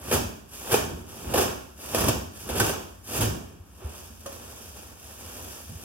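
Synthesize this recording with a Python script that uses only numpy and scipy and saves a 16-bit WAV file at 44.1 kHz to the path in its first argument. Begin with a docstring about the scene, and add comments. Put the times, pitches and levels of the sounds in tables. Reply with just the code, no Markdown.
"""A thin plastic trash bag is tugged open six times in a small quiet room, then handled gently. Tugs: dense
pops of buckling creases, flapping folds, slaps and drumlike tones of taut film, pumped air. Hands and bag bump
a cardboard box; a torn-off knot rings it as decaying modes. Ventilation rumbles faintly under a steady hiss;
the bag is a little to the right of a closely spaced microphone pair."""
import sys
import numpy as np
from scipy import signal
from scipy.fft import rfft, irfft, next_fast_len
from scipy.io import wavfile

SR = 44100
rng = np.random.default_rng(int(sys.argv[2]) if len(sys.argv) > 2 else 0)


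def to_wav(sig):
    """Store sig (one row per channel, or 1-D mono) as 16-bit WAV at the path in sys.argv[1].

    Samples outside -1..1 are clipped; the rate is SR.
    """
    pcm = np.clip(np.atleast_2d(sig), -1, 1) * 32767
    pcm = np.round(pcm).astype(np.int16)
    wavfile.write(sys.argv[1], SR, pcm.T)  # frames by channels


N = 257612
TIME = np.arange(N) / SR
PADDED = next_fast_len(N + SR, True)
FREQS = np.fft.rfftfreq(PADDED, 1 / SR)
PATCHES = np.arange(6)[:, None]

# spectrum of small creases buckling: freq_hz, relative_db
CREASE_SPECTRUM = [(500, -25), (1500, -2), (2700, 1), (4000, 0), (5600, 3), (8000, 1), (11500, 0),
                   (14000, -2.5), (15800, -6)]
# spectrum of taut film slapping, higher than slack film flaps: freq_hz, relative_db
SLAP_SPECTRUM = [(80, -29), (200, -2.5), (300, -1), (430, 4), (650, 2.5), (1000, -4.5), (1650, -7),
                 (2800, -7.5), (5000, -16), (12000, -52)]


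def from_db(db):
    """Decibels to amplitude gain."""
    return 10 ** (np.asarray(db) / 20)


def rms_one(x):
    """Scale to unit power."""
    return x / np.sqrt(np.mean(x ** 2) + 1e-20)


def filtered(x, response):
    """Apply a frequency response by zero-padded FFT."""
    return irfft(rfft(x, PADDED) * response, PADDED)[..., :N]


def colour(points):
    """Causal (minimum-phase) response through (Hz, dB) points, by folding the cepstrum."""
    hz, db = np.transpose(points)
    level_db = np.interp(np.log(FREQS + 1), np.log(hz), db)
    cepstrum = irfft(np.log(from_db(level_db)), PADDED)
    cepstrum[1:PADDED // 2] *= 2
    cepstrum[PADDED // 2 + 1:] = 0
    return np.exp(rfft(cepstrum))


def bells(rows):
    """Response of a chain of second-order resonant peaks or dips."""
    response = 1
    for hz, width_hz, gain_db in rows:
        damping = 1j * FREQS * width_hz
        band = damping / (hz ** 2 - FREQS ** 2 + damping)
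        response = response * (1 + (from_db(gain_db) - 1) * band)
    return response


def voiced(x, envelope, response):
    """Unit-power noise or pops, shaped by an envelope, ring through a response of unit power."""
    return filtered(x * envelope, response / np.sqrt(np.mean(np.abs(response) ** 2)))


def drift(knots_per_s):
    """Random level joined by straight lines between knots; unit power."""
    knots = rng.standard_normal(N // 20)
    return rms_one(np.interp(TIME * knots_per_s, np.arange(len(knots)), knots))


def buckles(per_s, spread_db, clump_db):
    """Tiny pops of buckling film: random moments, uneven sizes, strength varying in clumps; unit power."""
    chance = np.clip(per_s / SR, 1e-4, 1)
    size_db = spread_db * np.minimum(rng.exponential(1, N), 4)
    sizes = from_db(size_db) * rng.choice([-1, 1], N)
    # dividing by sqrt(chance) keeps power independent of rate
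    pops = (rng.random(N) < chance) * sizes / np.sqrt(chance)
    return rms_one(pops * from_db(clump_db * drift(knots_per_s=210)))


def avalanches(starts_s, levels_db, lengths_s, rise_s):
    """Envelope of cascades of pops that swell almost at once and fall 60 dB over their length."""
    power = np.zeros(N)
    for start_s, level_db, length_s in zip(starts_s, levels_db, lengths_s):
        at = int(start_s * SR)
        age_s = TIME[:min(N - at, SR // 2)]
        rise = 1 - np.exp(-age_s / rise_s)
        power[at:at + len(age_s)] += (from_db(level_db - 60 * age_s / length_s) * rise) ** 2
    return np.sqrt(power)


def dealt(x):
    """Deal each sample to one of several patches of the film: patches x N."""
    return x * (rng.integers(0, len(PATCHES), N) == PATCHES)


def background_noise():
    """Faint ventilation rumble and a steady hiss: coloured noise, partly shared between the channels."""
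    # freq_hz, relative_db
    spectrum = [(20, -16), (40, -24), (60, -2), (85, -0.5), (125, -15.5), (240, -17.5), (500, -28),
                (1500, -30), (5000, -44), (15500, -52)]
    air = rng.standard_normal(N) + 0.95 * rng.standard_normal((2, N))
    return voiced(air, from_db(-51.5), colour(spectrum))


def bumps(swell_s):
    """Hands and bag against the box: padded, damped sines that swell and die away."""
    # start_s, level_db, pitch_hz
    rows = [(3.599, -37, 75), (3.844, -25.5, 74), (3.818, -37.5, 370), (4.1, -39, 235), (5.693, -34.5, 100),
            (5.69, -40, 225), (5.715, -41, 160), (5.749, -32, 85)]
    out = np.zeros(N)
    for start_s, level_db, pitch_hz in rows:
        age_s = np.maximum(TIME - start_s, 0)
        swell = age_s / swell_s * np.exp(1 - age_s / swell_s)
        out += from_db(level_db) * swell * np.sin(2 * np.pi * pitch_hz * age_s)
    return out


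def knot_landing(knock_db, crush_db):
    """The falling knot rings the modes of the cardboard while its crumpled plastic crackles."""
    # start_s, base_level_db (knock_db and crush_db add to it)
    landings = [(4.26, -31), (4.271, -41)]
    # modes of the cardboard: pitch_hz, relative_db, t60_s
    modes = [(426, -13, .08), (558, 0.5, 0.11), (686, -7, .08), (830, -3, 0.044), (1060, 2, .029),
             (1220, -1, 0.046), (1680, -14, .023)]
    starts_s, base_db = np.transpose(landings)
    taps = np.zeros(N)
    taps[(starts_s * SR).astype(int)] = from_db(base_db + knock_db)
    age_s = TIME[:SR // 3]
    ring = sum(from_db(db - 60 * age_s / t60_s) * np.sin(2 * np.pi * hz * age_s)
               for hz, db, t60_s in modes)
    crush = avalanches(starts_s, base_db + crush_db, [.04] * len(starts_s), rise_s=0.0011)
    crumple = voiced(rng.standard_normal(N), crush, colour(CREASE_SPECTRUM))
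    crumple += voiced(rng.standard_normal(N), crush, colour(SLAP_SPECTRUM))
    return filtered(taps, rfft(ring, PADDED)) + crumple


def drums():
    """Panels pulled tight ring like drumheads: each a decaying sine at its own pitch."""
    # start_s, level_db, pitch_hz, t60_s
    panels = [(0.722, -25.5, 119, 0.28), (1.382, -21, 375, 0.25), (2.041, -17, 90, 0.054),
              (2.085, -21, 121, 0.13), (2.604, -14.5, 1510, 0.047), (2.604, -14.5, 365, 0.066),
              (2.604, -20.5, 111.5, 0.24), (3.205, -17.5, 109.7, 0.3)]
    out = np.zeros(N)
    for start_s, level_db, pitch_hz, t60_s in panels:
        age_s = np.clip(TIME - start_s, 0, 2)
        out += from_db(level_db - 60 * age_s / t60_s) * np.sin(2 * np.pi * pitch_hz * age_s)
    return out


def pull(taut_s, hold_s, rise_db_per_s, fall_db_per_s):
    """Gain that swells until the film is taut, stays while it is held and fades as it goes slack."""
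    before_s = np.maximum(taut_s - TIME, 0)
    after_s = np.maximum(TIME - taut_s - hold_s, 0)
    return from_db(-rise_db_per_s * before_s - fall_db_per_s * after_s)


def handwork():
    """Strength of crinkle, flexing and pumped air: tugs plus gentle handling, summed in power."""
    # a hand gathers the film, pulls it taut, holds it and lets go: taut_s, gather_s (before taut_s),
    # hold_s, slack_s (folds fall 60 dB), creases gather_db, crinkle_db (pulled), settle_db,
    # folds stir_db (gathered), flex_db (pulled)
    tugs = [(0.136, 0.2, 0.018, 0.58, -43.5, -28, -51.5, -43.5, -30.5),
            (0.734, 0.26, 0.023, 0.63, -39, -28.5, -46.5, -45.5, -29),
            (1.372, 0.33, 0.057, 0.62, -41, -30, -48, -41, -29.5),
            (1.971, 0.22, .11, 0.53, -37.5, -32, -57, -43, -29.5),
            (2.581, 0.28, .1, 0.58, -40, -31.5, -48.5, -46, -30.5),
            (3.16, 0.13, .018, 0.79, -36.5, -30, -49.5, -61, -31.5)]
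    # air pumped by each tug: start_s, hold_s, level_db
    puffs = [(0.138, 0.034, -28.5), (0.733, 0.19, -33.5), (1.27, 0.17, -32), (2.013, 0.052, -26),
             (2.526, 0.11, -30), (3.203, 0.079, -27.5)]
    # gentle handling, the knot lifted away: time_s, crinkle_db, flex_db (both before the gains below)
    lifting = [(3.62, -76.5, -78), (3.776, -62, -63), (3.834, -58, -50), (3.966, -49.5, -50),
               (4.132, -59.5, -63), (4.24, -55, -58)]
    # then the bag's mouth spread: time_s, crinkle_db, flex_db (both before the gains below)
    spreading = [(4.31, -51.5, -49.5), (4.688, -52, -54.5), (4.726, -55.5, -56), (4.77, -50.5, -51.5),
                 (4.952, -60.5, -58.5), (5.094, -49.5, -52.5), (5.152, -53.5, -55.5), (5.31, -47.5, -48),
                 (5.57, -49, -49.5), (5.652, -53.5, -57), (5.664, -50.5, -66), (5.698, -54, -52.5),
                 (5.784, -52.5, -55), (5.84, -49.5, -52.5)]
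    gentle_crinkle_db, gentle_flex_db, gentle_air_db = 5.5, 3, 1
    grip_s, gather_rise_db_per_s = 0.065, 17.5
    crinkle_rise_db_per_s, crinkle_fall_db_per_s, settle_fall_db_per_s = 238, 297, 35
    flex_rise_db_per_s = 156
    air_rise_db_per_s, air_fall_db_per_s = 138, 76

    times_s, *columns = np.transpose(list(lifting) + list(spreading))
    crinkle, flex = [np.interp(TIME, times_s, from_db(column), left=0) for column in columns]
    creases = [crinkle * from_db(gentle_crinkle_db)]
    folds = [flex * from_db(gentle_flex_db)]
    air = [flex * from_db(gentle_air_db)]  # gently moved air follows the folds
    for taut_s, gather_s, hold_s, slack_s, gather_db, crinkle_db, settle_db, stir_db, flex_db in tugs:
        grip = np.clip((TIME - taut_s + gather_s) / grip_s, 0, 1)  # fingers close on the film
        gather = grip * pull(taut_s, hold_s, gather_rise_db_per_s, crinkle_fall_db_per_s)
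        stretch = pull(taut_s, hold_s, crinkle_rise_db_per_s, crinkle_fall_db_per_s)
        settle = pull(taut_s, hold_s, crinkle_rise_db_per_s, settle_fall_db_per_s)
        flap = grip * pull(taut_s, hold_s, flex_rise_db_per_s, 60 / slack_s)
        creases += [from_db(gather_db) * gather, from_db(crinkle_db) * stretch]
        creases.append(from_db(settle_db) * settle)
        folds += [from_db(stir_db) * gather, from_db(flex_db) * flap]
    for start_s, hold_s, level_db in puffs:
        air.append(from_db(level_db) * pull(start_s, hold_s, air_rise_db_per_s, air_fall_db_per_s))
    return [np.sqrt(sum(part ** 2 for part in parts) + 1e-18) for parts in (creases, folds, air)]


def billowing_air(billow, hollow):
    """Enclosed air billows as low noise; squaring weak movement away lets only brisk movement pump."""
    # freq_hz, relative_db
    spectrum = [(20, -7), (38, -24), (56, -2), (80, 0.5), (115, -2), (160, -6.5), (240, -12.5),
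                (400, -11.5), (1500, -107.5)]
    pumping = billow ** 2 / (billow + from_db(-47.5))
    return voiced(dealt(rng.standard_normal(N)), pumping, colour(spectrum) * hollow)


def flapping_folds(flex, per_s, hollow):
    """Large folds buckle more rarely and lower than creases."""
    # freq_hz, relative_db
    spectrum = [(70, -50), (170, -5.5), (260, -1.5), (420, -1.5), (600, -0.5), (850, -3.5), (1100, -4),
                (1600, -10.5), (2800, -9), (5000, -20.5), (12000, -57)]
    pops = buckles(per_s / 5, spread_db=0.5, clump_db=1.5)
    return voiced(dealt(pops), flex, colour(spectrum) * hollow)


def bag(lone_db):
    """Creases crinkle, folds flap and slap, air billows; harder pulling buckles more creases a second."""
    # the film jerks taut: start_s, crease_crack_db, fold_slap_db, length_s (60 dB fall)
    snaps = [(.111, -25, -24, 0.19), (0.121, -20, -19, 0.16), (0.709, -23.5, -21.5, 0.13),
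             (0.718, -18.5, -18, 0.11), (.74, -20, -14, 0.056), (1.105, -47, -56, .047),
             (1.338, -20, -15.5, 0.082), (1.357, -27, -15.5, 0.045), (1.376, -18, -12.5, .1),
             (1.408, -20, -22.5, 0.079), (1.946, -17, -14, 0.055), (1.981, -25, -30, 0.14),
             (2.005, -20.5, -29, 0.058), (2.039, -24, -17.5, 0.053), (2.081, -20, -16.5, 0.097),
             (2.488, -29, -27, 0.19), (2.553, -32, -29, 0.23), (2.576, -31.5, -27, 0.089),
             (2.598, -14.5, -13, 0.075), (2.606, -26, -13.5, 0.035), (2.692, -23.5, -22, 0.088),
             (3.145, -34.5, -29, 0.11), (3.206, -20.5, -21, 0.23), (3.666, -54, -68, .025),
             (4.323, -39.5, -42, .1)]
    # standing waves between bag, box and walls: freq_hz, width_hz, gain_db
    standing_waves = [(164, 13, -2.5), (230.3, 42, 7), (322, 23, -2), (383, 57, 3.5), (684, 23, 1.5),
                      (923, 21, 0), (1550, 270, 2.5)]
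    handled_crinkle, flex, billow = handwork()
    starts_s, cracks_db, slaps_db, lengths_s = np.transpose(snaps)
    crinkle = np.hypot(handled_crinkle, avalanches(starts_s, cracks_db, lengths_s, rise_s=.0012))
    per_s = 1800 + 24000 * np.sqrt(crinkle / crinkle.max())

    # single stiff creases pop out of the rustle, capped under hard pulls
    lone = buckles(70, spread_db=-0.9, clump_db=1) * from_db(lone_db)
    lone *= np.minimum(handled_crinkle, from_db(-26))
    pops = buckles(per_s, spread_db=2.0, clump_db=1.6) + lone / crinkle
    creases = voiced(dealt(pops), crinkle, colour(CREASE_SPECTRUM))

    hollow = bells(standing_waves)
    slap_pops = buckles(per_s, spread_db=1.5, clump_db=2.5)
    slap_envelope = avalanches(starts_s, slaps_db, lengths_s, rise_s=0.0011)
    slap = voiced(dealt(slap_pops), slap_envelope, colour(SLAP_SPECTRUM) * hollow)
    return creases + flapping_folds(flex, per_s, hollow) + slap + billowing_air(billow, hollow)


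def room(sources, early_db, early_s, lag_spread_s):
    """Direct sound reaches the right microphone first; every source spot has its own reflections and tail."""
    # reflected against direct sound: freq_hz, level_db
    reflected = [(60, -13), (250, 2.5), (600, -1), (1200, 0), (3500, 0.5), (6000, 3.5), (9000, -5),
                 (16000, 0.5)]
    t60_s, left_lag_s = 0.54, .00008
    age_s = TIME[:SR * 3 // 4]
    decay = from_db(-60 * age_s / t60_s) + from_db(early_db) * np.exp(-age_s / early_s)
    decay *= age_s > .0015  # gap before the first reflection
    wet, out = colour(reflected), 0
    places = np.linspace(-1, 1, len(sources) + 2)[1:-1]
    for source, place in zip(sources, places):
        echoes = rng.standard_normal((2, len(age_s))) * decay / np.sqrt(np.sum(decay ** 2))
        paths = wet * rfft(echoes, PADDED)
        paths[0] += np.exp(-2j * np.pi * FREQS * (left_lag_s + place * lag_spread_s))
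        paths[1] += 1
        out = out + rfft(source, PADDED) * paths
    # keep direct plus reflected power at one in every band
    return irfft(out / np.sqrt(1 + np.abs(wet) ** 2), PADDED)[:, :N]


def scene():
    """Bag and box in the room, over faint rumble and hiss."""
    plastic = bag(lone_db=-8.5)
    knocks = bumps(swell_s=0.01) + knot_landing(knock_db=-5, crush_db=1.5) + drums()
    near = room(np.vstack([plastic, knocks]), early_db=3, early_s=.005, lag_spread_s=.000007)
    balance_db = [[-.5], [.4]]  # left, right
    return near * from_db(balance_db) + background_noise()


def record(dry):
    """The close pair reshapes the stereo width, its housing cancels two bands, deep bass and top are cut."""
    # pickup of the left-right difference: freq_hz, gain_db
    width = [(40, -12), (120, -4.5), (300, -3.5), (700, 4.5), (4000, -0.5), (10500, 1.5), (11800, -14),
             (13000, -14), (13900, -2), (16000, 1)]
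    # bands cancelled by the microphone housing: freq_hz, width_hz, gain_db
    housing = [(2053, 534, -13.5), (4140, 860, -9)]
    low_cut_hz, high_cut_hz = 42, 15800
    mid, side = (dry[0] + dry[1]) / 2, (dry[0] - dry[1]) / 2
    side = filtered(side, np.abs(colour(width)))
    pair = filtered(np.array([mid + side, mid - side]), bells(housing))
    pair = signal.sosfilt(signal.butter(3, low_cut_hz, "high", fs=SR, output="sos"), pair)
    return signal.sosfilt(signal.ellip(12, .1, 90, high_cut_hz, fs=SR, output="sos"), pair)


dry = scene()
out = record(dry)
to_wav(out)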